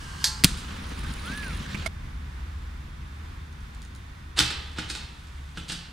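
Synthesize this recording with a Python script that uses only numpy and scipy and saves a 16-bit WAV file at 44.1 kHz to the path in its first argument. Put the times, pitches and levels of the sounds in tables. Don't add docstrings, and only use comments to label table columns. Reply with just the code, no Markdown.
import sys
import numpy as np
from scipy import signal
from scipy.fft import rfft, irfft
from scipy.io import wavfile
from scipy.ndimage import uniform_filter1d

SR = 44100
rng = np.random.default_rng(int(sys.argv[2]) if len(sys.argv) > 2 else 0)


def digitize_waveform(pressure):
    field = np.atleast_2d(pressure).T
    bounded = np.clip(field, -1, 1)
    quanta = np.round(bounded * 32767).astype(np.int16)
    wavfile.write(sys.argv[1], SR, quanta)


N = 261072
TIME = np.arange(N) / SR
BINS = np.fft.rfftfreq(N, 1 / SR)
CHANGE_S = 1.878

# frequency in Hz, side over mid in dB.
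DIFFUSE_WIDTH = [(60, -30), (110, -22.5), (200, -12), (380, -3.5), (700, 4.5), (1290, -0.5), (2380, -1),
                 (4400, -4), (8120, -1), (15000, 0)]
NEAR_WIDTH = [(60, -24), (110, -21.5), (200, -21), (380, -1.5), (700, 3), (1290, -6.5), (2380, -5.5),
              (4400, -8), (8120, -9), (15000, -26)]
# frequency in Hz, left over right in dB.
RECEIVER_BALANCE = [(100, 0), (230, 1.9), (350, 2.5), (480, 7.5), (650, 1), (950, -2), (2100, -3),
                    (4200, -1.6), (8000, -1), (15000, -0.5)]
BAND_LIMIT_HZ = 15800

# level in the park in dB, level on arriving at the stairway in dB,
# fade there in dB per s. Gusts are added to the wind.
WIND_LEVELS = (-38, -38.5, 1.19)
TOWN_LEVELS = (-45.5, -49, 1)
# centre in seconds, lift in dB.
GUSTS = [(.5, 6), (1.07, 4.5), (1.55, 5), (1.82, 3), (2.04, 2.5)]
GUST_HALF_LENGTH_S = 0.079
# time in seconds, mean level in dB.
HUM_LEVELS = [(2.1, -44.5), (2.35, -39), (3.2, -41), (3.8, -52.5), (4.5, -40), (5.2, -52), (5.42, -37),
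              (5.65, -52)]
# frequency in Hz, relative level in dB.
WIND_COLOUR = [(8.8, -50), (15, -16.5), (59, 0.5), (75, -5.5), (87, -4), (102, -14), (145, -9.5),
               (172, -17), (220, -18.5), (314, -25.5), (383, -30.5), (427, -36), (600, -42.5), (780, -71),
               (1320, -120)]
TOWN_COLOUR = [(260, -37.5), (450, -8), (562, -14), (1030, -3.5), (1760, -4.5), (3040, -11.5), (3740, -13),
               (4090, -13.5), (6970, -21.5), (9790, -25.5), (10900, -28), (15500, -34)]
# frequency in Hz, level in dB.
HIGH_TONES = [(1502, -68.5), (3300, -72.5), (3601, -68.5), (10497, -90.5), (10799, -84), (11100, -84),
              (11396, -89.5)]

# frequency in Hz, t60 in seconds.
RAMP_DECAY = [(200, .15), (1000, 0.31), (3000, 0.35), (5000, 0.49), (8000, 0.51), (10000, 0.29),
              (15000, .22)]
WALL_DECAY = [(200, 1), (1000, 0.91), (3000, 0.83), (5000, 0.62), (7000, 0.45), (9000, 0.37), (15000, 0.32)]

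PASS_S, PASS_M, SPEED_M_PER_S = 2, 4.4, 2.8
ROAR_DB, GROUND_DB = -42.5, -43.5
SIZZLE_DB, SWELL_DB = -67.5, -56.5
SWELL_START_S, SWELL_END_S, SWELL_RISE_S, SWELL_FALL_S = 0.6, 1.56, 0.57, .08
# frequency in Hz, relative level in dB.
ROLL_COLOUR = [(260, -33), (450, -3), (734, -10), (1000, -2), (1710, -0.5), (1980, -3), (3800, -3.5),
               (5180, -10), (8320, -18), (9650, -23), (11000, -39), (15500, -35)]
GROUND_COLOUR = [(90, -10), (140, 1.5), (200, 8), (270, 0.5), (400, -11.5), (700, -40)]
BEARING_COLOUR = [(7500, -31), (9000, -5), (9700, -1), (10300, -11), (11200, -19), (15000, -21)]
FRAME_COLOUR = [(300, -18), (800, -7), (1400, -6), (2000, 4), (2800, 2), (3500, -24), (7000, -17.5),
                (15000, -35)]
# start in seconds, relative level in dB.
STONES = [(0.8944, -36.5), (1.1043, -45), (1.1373, -26.5), (1.274, -39)]
# start in seconds, relative level in dB, t60 in seconds.
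JOINTS = [(1.316, -42, .08), (1.428, -39.5, .08), (1.7455, -31, .02), (1.750, -34, 0.042),
          (1.822, -42, 0.03)]

SQUEAL_TOP_S, SQUEAL_TOP_HZ, SQUEAL_ARCH_S = 1.386, 1710, .258
SQUEAL_DB, SQUEAL_HALF_LENGTH_S = -39.5, 0.14

# start in seconds, relative level in dB, t60 in seconds.
CLACK = [(1.8608, -34, 0.019), (1.8636, -32, 0.042), (1.8705, -44, .06)]
# frequency in Hz, relative level in dB, t60 in seconds.
CLACK_BODY = [(649, -29, 0.08), (1350, -31, 0.033), (2116, -27, 0.05), (2200, -28, 0.065),
              (5000, -39, 0.045), (6100, -39, 0.036)]

# start in seconds, relative level in dB.
TICKS = [(3.527, -42), (3.6068, -44), (3.7475, -37), (3.819, -34.5), (3.827, -37), (3.85, -37), (3.95, -35),
         (3.9615, -39)]
# frequency in Hz, relative level in dB.
TICK_COLOUR = [(2000, -30), (3500, 0), (5500, -4), (7000, 1), (8300, -6.5), (9500, 1), (10800, -20),
               (15000, -19.5)]

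# start in seconds, level in dB, t60 in seconds.
KICKS = [(.242, -10, 0.019), (0.2421, -20.5, 0.19)]
# frequency in Hz, relative level in dB.
KICK_COLOUR = [(290, -47), (500, -24), (1170, -31), (1490, -16), (1720, -5.5), (2540, -18), (4500, 1.5),
               (4980, -3.5), (6090, -5), (7670, -10.5), (8360, -18), (12300, -17), (15500, -41)]
SLIDE_COLOUR = [(350, -50), (600, -41), (1040, 5), (1480, -8), (1600, 10.5), (2040, -38), (2940, 3),
                (3460, -7), (4590, -6), (8410, -9), (15000, -32)]
# frequency in Hz, relative level in dB, t60 in seconds (at most 1 is used).
PARK_RAIL = [(868, -23, 2.6), (950, -25, 0.31), (1035, -26, 0.92), (1373, -23, 0.7), (3252, -17, 0.25),
             (3570, -17.5, 0.3), (3590, -15.5, 0.27), (4420, -7.5, 0.42), (4860, -19.5, 0.71),
             (5093, -22.5, 1.7), (5170, -5.5, 0.14), (5706, -16, 0.17), (5780, -10, 0.2), (5730, -19, 0.13),
             (6440, -16, 0.32), (6600, -33, 1.6), (7400, -21, 0.074), (8150, -25, 3.9), (8270, -9, 0.23),
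             (8985, -19, 0.14), (9900, -15, 0.25), (9975, -12, 0.14), (10640, -16, 0.13),
             (10740, -21, 0.27)]
PARK_SLIDE_DB, PUSH_DB, PUSH_S, PARK_RELEASE_S = -45, 6, 0.046, 0.45

# start in seconds, level in dB, t60 in seconds.
LANDING = [(.438, -9.5, 0.015), (.4415, -15, 0.008), (.4443, 6, 0.005), (.4464, -10.5, 0.029),
           (.4522, -15, .012)]
# frequency in Hz, relative level in dB.
WHEEL_COLOUR = [(150, -16.5), (450, -12.5), (700, -14.5), (1000, -9.5), (1400, -3.5), (2200, -6.5),
                (3300, -2), (4500, -2), (5700, -8.5), (8100, -7.5), (9600, -5.5), (10600, -12),
                (15500, -25.5)]
# start in seconds, level in dB, frequency in Hz, t60 in seconds.
THUDS = [(.446, -7.5, 171, 0.054), (.4465, -14.5, 285, 0.04), (.4385, -18, 296, 0.023),
         (1.3, -26, 260, 0.074), (1.747, -21, 178, 0.042)]

# start in seconds, level in dB, t60 in seconds,
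# brightness in dB per octave, relative boom in dB, relative steel ring in dB.
BLOWS = [(4.3874, -18.5, 0.038, 2.5, -35.5, -47), (4.391, -11.5, 0.015, 1, -33.5, -41),
         (4.403, -20, 0.061, -1, -31.5, -49), (4.505, -31.5, 0.089, -3, -44, -53),
         (4.785, -30.5, 0.12, -3, -33.5, -45), (4.899, -30, 0.091, 1, -46, -60),
         (4.951, -31.5, 0.073, -1, -49, -62), (5.573, -31.5, 0.027, -4.5, -42.5, -53),
         (5.695, -31, 0.11, -0.5, -48, -54), (5.719, -30.5, 0.057, 3, -43.5, -54.5)]
# time of full contact in seconds,
# level in dB, rise in seconds, brightness in dB per octave.
BRUSHES = [(4.386, -25, 0.026, -2), (4.785, -37.5, 0.031, -5), (4.899, -40.5, .024, 2),
           (5.573, -49, 0.04, -4.5), (5.695, -36.5, 0.019, 1.5)]
# frequency in Hz, relative level in dB.
BLOW_COLOUR = [(250, -11), (480, -10), (620, -17), (800, -8), (1000, -10), (1500, -2), (2200, -3.5),
               (3100, 1), (4300, 1.5), (4850, -1.5), (5600, -5), (7200, -8), (8500, -5), (11000, -20),
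               (15500, -39)]
SCRAPE_COLOUR = [(500, -29), (1400, 1), (2300, -2), (3400, 2.5), (5500, -4.5), (8500, -7), (15000, -26)]
# frequency in Hz, relative level in dB, t60 in seconds (at most 1 is used).
HANDRAIL = [(1460, -6, 1), (1940, 0.5, 0.37), (2379, -16, 2.4), (2870, -5, 0.58), (3100, 2, 0.7),
            (3050, 0, 0.58), (3560, -11, 0.56), (3850, -14, .45), (4420, -20, 0.4), (5249, -7, 0.5),
            (6200, -21, 0.36), (6939, -29, 0.53), (8400, -10, 0.23)]
LOWER_SPAN = [(169.6, 18.5, 0.44), (1326, 14, 0.17), (2780, 15, 0.13), (3000, 11, .25), (3060, 10, 0.53),
              (3340, 7, .25), (3430, 11, 0.44), (4000, 2, 0.22), (4520, 0, 0.18), (8200, -6, .3),
              (8400, 1, .25), (8560, 0, .2)]
POSTS = [(117, -0.5, 0.35), (164.9, -2, 0.45), (232, -3, 0.25), (310.2, 2, 0.23), (348.4, -7, 0.18),
         (490, -9, 0.15), (1280, 3, 0.039), (1464, 6.5, 0.077), (1630, 7.5, .06)]
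KINK_S = 5.5
STAIR_SLIDE_DB, SLOWING_DB_PER_S, BITE_DB, BITE_T60_S = -54.5, 4, -15.5, .22


def amp(db):
    return 10 ** (np.asarray(db) / 20)


def unit(x):
    return x / np.sqrt(np.mean(x ** 2) + 1e-20)


def read(points, hz):
    f, value = np.transpose(points)
    return np.interp(np.log(hz + 1), np.log(f + 1), value)


def held(start, end, rise, fall):
    onset = np.clip((TIME - start) / rise, 0, 1)
    return onset * np.clip(1 - (TIME - end) / fall, 0, 1)


def bell(s, half_length):
    return np.exp(-((TIME - s) / half_length) ** 2)


def by_place(park_db, stairs_db, fade_db_per_s):
    fading_db = stairs_db - fade_db_per_s * (TIME - CHANGE_S)
    db = np.where(TIME < CHANGE_S, park_db, fading_db)
    return amp(uniform_filter1d(db, size=800))


def add(mix, s, sound):
    part = mix[max(round(s * SR), 0):][:len(sound)]
    part += sound[:len(part)]


def convolve(x, response):
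    return signal.fftconvolve(x[None], np.atleast_2d(response), axes=1)[:, :N]


def causal(db_of_hz, size=2048):
    hz = abs(np.fft.fftfreq(size, 1 / SR))
    log_gain = np.log(amp(np.maximum(db_of_hz(hz), -90)))
    response = np.fft.ifft(np.exp(np.conj(signal.hilbert(log_gain)))).real
    return response / np.linalg.norm(response)


def spread(mid, side, width):
    side = irfft(rfft(side) * amp(read(width, BINS)), N)
    return np.array([mid + side, mid - side])


def noise(colour, width, grit_db=0):
    grain_db = grit_db * np.minimum(rng.exponential(1, N), 6)
    grains = rng.standard_normal((2, N)) * amp(grain_db)
    mid, side = irfft(rfft(grains) * amp(read(colour, BINS)), N)
    return unit(spread(unit(mid), unit(side), width))


def waver(hz):
    return unit(irfft(rfft(rng.standard_normal(N)) / (1 + (BINS / hz) ** 4), N))


def burst(db, t60):
    t = np.arange(SR // 4) / SR
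    return amp(db - 60 * t / t60) * rng.choice([-1., 1.], len(t))


def contacts(rows, colour):
    force = np.zeros(N)
    for s, db, t60 in rows:
        add(force, s, burst(db, t60))
    return convolve(force, causal(lambda hz: read(colour, hz)))[0]


def ring(modes):
    t = np.arange(SR) / SR
    total = 0
    for hz, db, t60 in modes:
        decay = amp(db - 60 * t / min(t60, 1))
        total = total + decay * np.sin(2 * np.pi * (hz * t + rng.random()))
    return total * (1 - np.exp(-t * SR / 20))


def echoes(x, decay, delay, scale=1):
    hz, t, z = signal.stft(rng.standard_normal((2, N)), SR, nperseg=256)
    t60 = scale * read(decay, hz)[:, None]
    tails = signal.istft(z * amp(-60 * t / t60), SR, nperseg=256)[1][:, :N]
    tails = tails * np.clip(TIME / delay - .5, 0, 1)
    tails = spread(*tails, NEAR_WIDTH)[:, :SR]
    return convolve(x, tails / np.linalg.norm(tails[0]))


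def sole(force, tilt_db):
    def tilted(hz):
        return read(BLOW_COLOUR, hz) + tilt_db * np.log2(np.maximum(hz, 500) / 4000)
    return signal.fftconvolve(force, causal(tilted))


def wall_slap(x, left_s=.0104, right_s=0.0081, gain_db=-6):
    reflections = np.array([np.roll(x, round(s * SR)) for s in (left_s, right_s)])
    return x + amp(gain_db) * reflections


def background(hum_hz=72, drift_hz=2.27, swell_db=1.0):
    gusts = amp(sum(db * bell(s, GUST_HALF_LENGTH_S) for s, db in GUSTS))
    wind = by_place(*WIND_LEVELS) * gusts * noise(WIND_COLOUR, DIFFUSE_WIDTH)
    turns = np.cumsum(hum_hz + drift_hz * waver(8.1)) / SR
    hum_db = np.interp(TIME, *np.transpose(HUM_LEVELS)) + swell_db * waver(3.4)
    hum = amp(hum_db) * np.sqrt(2) * np.sin(2 * np.pi * turns)
    town = by_place(*TOWN_LEVELS) * amp(.5 * waver(3.5)) * noise(TOWN_COLOUR, DIFFUSE_WIDTH)
    high_tones = np.zeros(N)
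    for hz, db in HIGH_TONES:
        high_tones += amp(db) * np.sqrt(2) * np.sin(2 * np.pi * (hz * TIME + rng.random()))
    return wind + hum + town + high_tones


def run_up(tick_db=-8, t60=0.014, wet_db=-7):
    ticks = contacts([(s, db + tick_db, t60) for s, db in TICKS], TICK_COLOUR)
    return wall_slap(ticks) + amp(wet_db) * echoes(ticks, WALL_DECAY, delay=0.011, scale=0.77)


def clack(left_db=-4, right_db=5):
    sound = contacts(CLACK, WHEEL_COLOUR)
    add(sound, CLACK[0][0], ring(CLACK_BODY))
    return sound * amp([[left_db], [right_db]])


def squeal(jitter=0.0026, shimmer_db=1.0):
    pitch = SQUEAL_TOP_HZ * bell(SQUEAL_TOP_S, SQUEAL_ARCH_S) * (1 + jitter * waver(80))
    tone = np.sqrt(2) * np.sin(2 * np.pi * np.cumsum(pitch) / SR)
    plateau = np.exp(-((TIME - SQUEAL_TOP_S) / SQUEAL_HALF_LENGTH_S) ** 4)
    return tone * plateau * amp(SQUEAL_DB + shimmer_db * waver(40))


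def asphalt_patches(roar):
    hz, t, z = signal.stft(roar, SR, nperseg=512)
    patches = rng.standard_normal(z.shape[1:])
    for axis in (0, 1):
        patches = uniform_filter1d(patches, size=6, axis=axis)
    return signal.istft(z * amp(2.0 * unit(patches)), SR, nperseg=512)[1][:, :N]


def rolling(flutter_db=1.5, uneven_db=2.5, rattle_db=2.0, stone_db=-8, joint_right_db=7.0):
    distance_m = np.hypot(PASS_M, SPEED_M_PER_S * (TIME - PASS_S))
    near = held(LANDING[-1][0], CHANGE_S, rise=.01, fall=.01) * PASS_M / distance_m
    bumps = waver(42)
    roar = amp(ROAR_DB + flutter_db * bumps) * near * noise(ROLL_COLOUR, NEAR_WIDTH, grit_db=3.0)
    roar = asphalt_patches(roar)
    ground = amp(GROUND_DB + uneven_db * bumps) * near * noise(GROUND_COLOUR, NEAR_WIDTH)
    sizzle_swell = held(SWELL_START_S, SWELL_END_S, SWELL_RISE_S, SWELL_FALL_S)
    sizzle = (amp(SIZZLE_DB) + amp(SWELL_DB) * sizzle_swell) * near * amp(rattle_db * waver(110))
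    sizzle = sizzle * noise(BEARING_COLOUR, NEAR_WIDTH, grit_db=6.5)
    stones = contacts([(s, db + stone_db, .012) for s, db in STONES], TICK_COLOUR)
    joints = contacts(JOINTS, FRAME_COLOUR) * amp([[-joint_right_db], [joint_right_db]])
    return roar + ground + sizzle + stones + joints


def park_rail(ring_db=-21, rub_db=-11, slide_db=-2, wet_db=-12):
    kick_s = KICKS[0][0]
    kick = contacts(KICKS, KICK_COLOUR)
    steel = np.zeros(N)
    add(steel, kick_s, amp(ring_db) * ring(PARK_RAIL))
    rubbed = unit(irfft(rfft(rng.standard_normal(N)) * rfft(ring(PARK_RAIL), N), N))
    pressure = amp(PARK_SLIDE_DB + PUSH_DB * bell(kick_s, PUSH_S))
    pressure = pressure * held(0, kick_s, rise=.005, fall=PARK_RELEASE_S)
    slide = pressure * (amp(slide_db) * noise(SLIDE_COLOUR, NEAR_WIDTH) + amp(rub_db) * rubbed)
    return kick + steel + slide + amp(wet_db) * echoes(kick, RAMP_DECAY, delay=0.0049)


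def landing(wet_db=-19.0, far_db=-31, far_s=.125):
    slap = contacts(LANDING, WHEEL_COLOUR)
    t = np.arange(SR // 4) / SR
    weight, crack = np.zeros((2, N))
    for s, db, hz, t60 in THUDS:
        add(weight, s, amp(db - 60 * t / t60) * np.sin(2 * np.pi * hz * t))
    hardest_s = max(LANDING, key=lambda row: row[1])[0]
    add(crack, hardest_s, np.linalg.norm(slap) * causal(lambda hz: read(WHEEL_COLOUR, hz)))
    answer = echoes(crack, RAMP_DECAY, delay=0.0021)
    far_answer = np.roll(answer, round(far_s * SR), axis=1)
    return slap + weight + amp(wet_db) * answer + amp(far_db) * far_answer


def handrail(ring_db=-4, boom_db=-3, wet_db=-2, chatter_db=2.0):
    knocks, steel, boom, bite = np.zeros((4, N))
    for s, db, t60, tilt_db, low_db, steel_db in BLOWS:
        span = HANDRAIL if s < KINK_S else LOWER_SPAN
        add(knocks, s, sole(burst(db, t60), tilt_db))
        add(steel, s, amp(steel_db + ring_db) * ring(span))
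        add(boom, s, amp(low_db + boom_db) * ring(POSTS))
        add(bite, s, amp(db + BITE_DB - 60 * TIME / BITE_T60_S))
    for s, db, rise, tilt_db in BRUSHES:
        load = np.linspace(0, 1, round(rise * SR))
        swell = amp(db) * load ** 1.18 * rng.choice([-1., 1.], len(load))
        add(knocks, s - len(swell) / SR, sole(swell, tilt_db))
    chatter = amp(chatter_db * waver(230))
    on_rail_s = TIME - BLOWS[0][0]
    slide = (on_rail_s > 0) * amp(STAIR_SLIDE_DB - SLOWING_DB_PER_S * on_rail_s)
    scrape = (slide + bite) * noise(SCRAPE_COLOUR, NEAR_WIDTH, grit_db=2)
    reflected = amp(wet_db) * echoes(knocks, WALL_DECAY, delay=0.0075)
    return wall_slap(chatter * knocks) + chatter * scrape + steel + reflected + boom


def scene():
    in_park = uniform_filter1d((TIME < CHANGE_S) * 1., size=60)
    park = clack() + squeal() + rolling() + park_rail() + landing()
    return background() + park * in_park + run_up() + handrail()


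def record(dry, lag_samples=0.31):
    left_gain = amp(read(RECEIVER_BALANCE, BINS) / 2)
    left_lag = np.exp(-2j * np.pi * BINS * lag_samples / SR)
    receivers = np.array([left_gain * left_lag, 1 / left_gain])
    receivers = receivers / np.sqrt(np.mean(abs(receivers) ** 2, axis=0))
    clipped = np.clip(irfft(rfft(dry) * receivers, N), -1, 1)
    low_pass = signal.firwin(511, BAND_LIMIT_HZ, window=("kaiser", 9), fs=SR)
    return signal.oaconvolve(clipped, low_pass[None], "same")


dry = scene()
out = record(dry)
digitize_waveform(out)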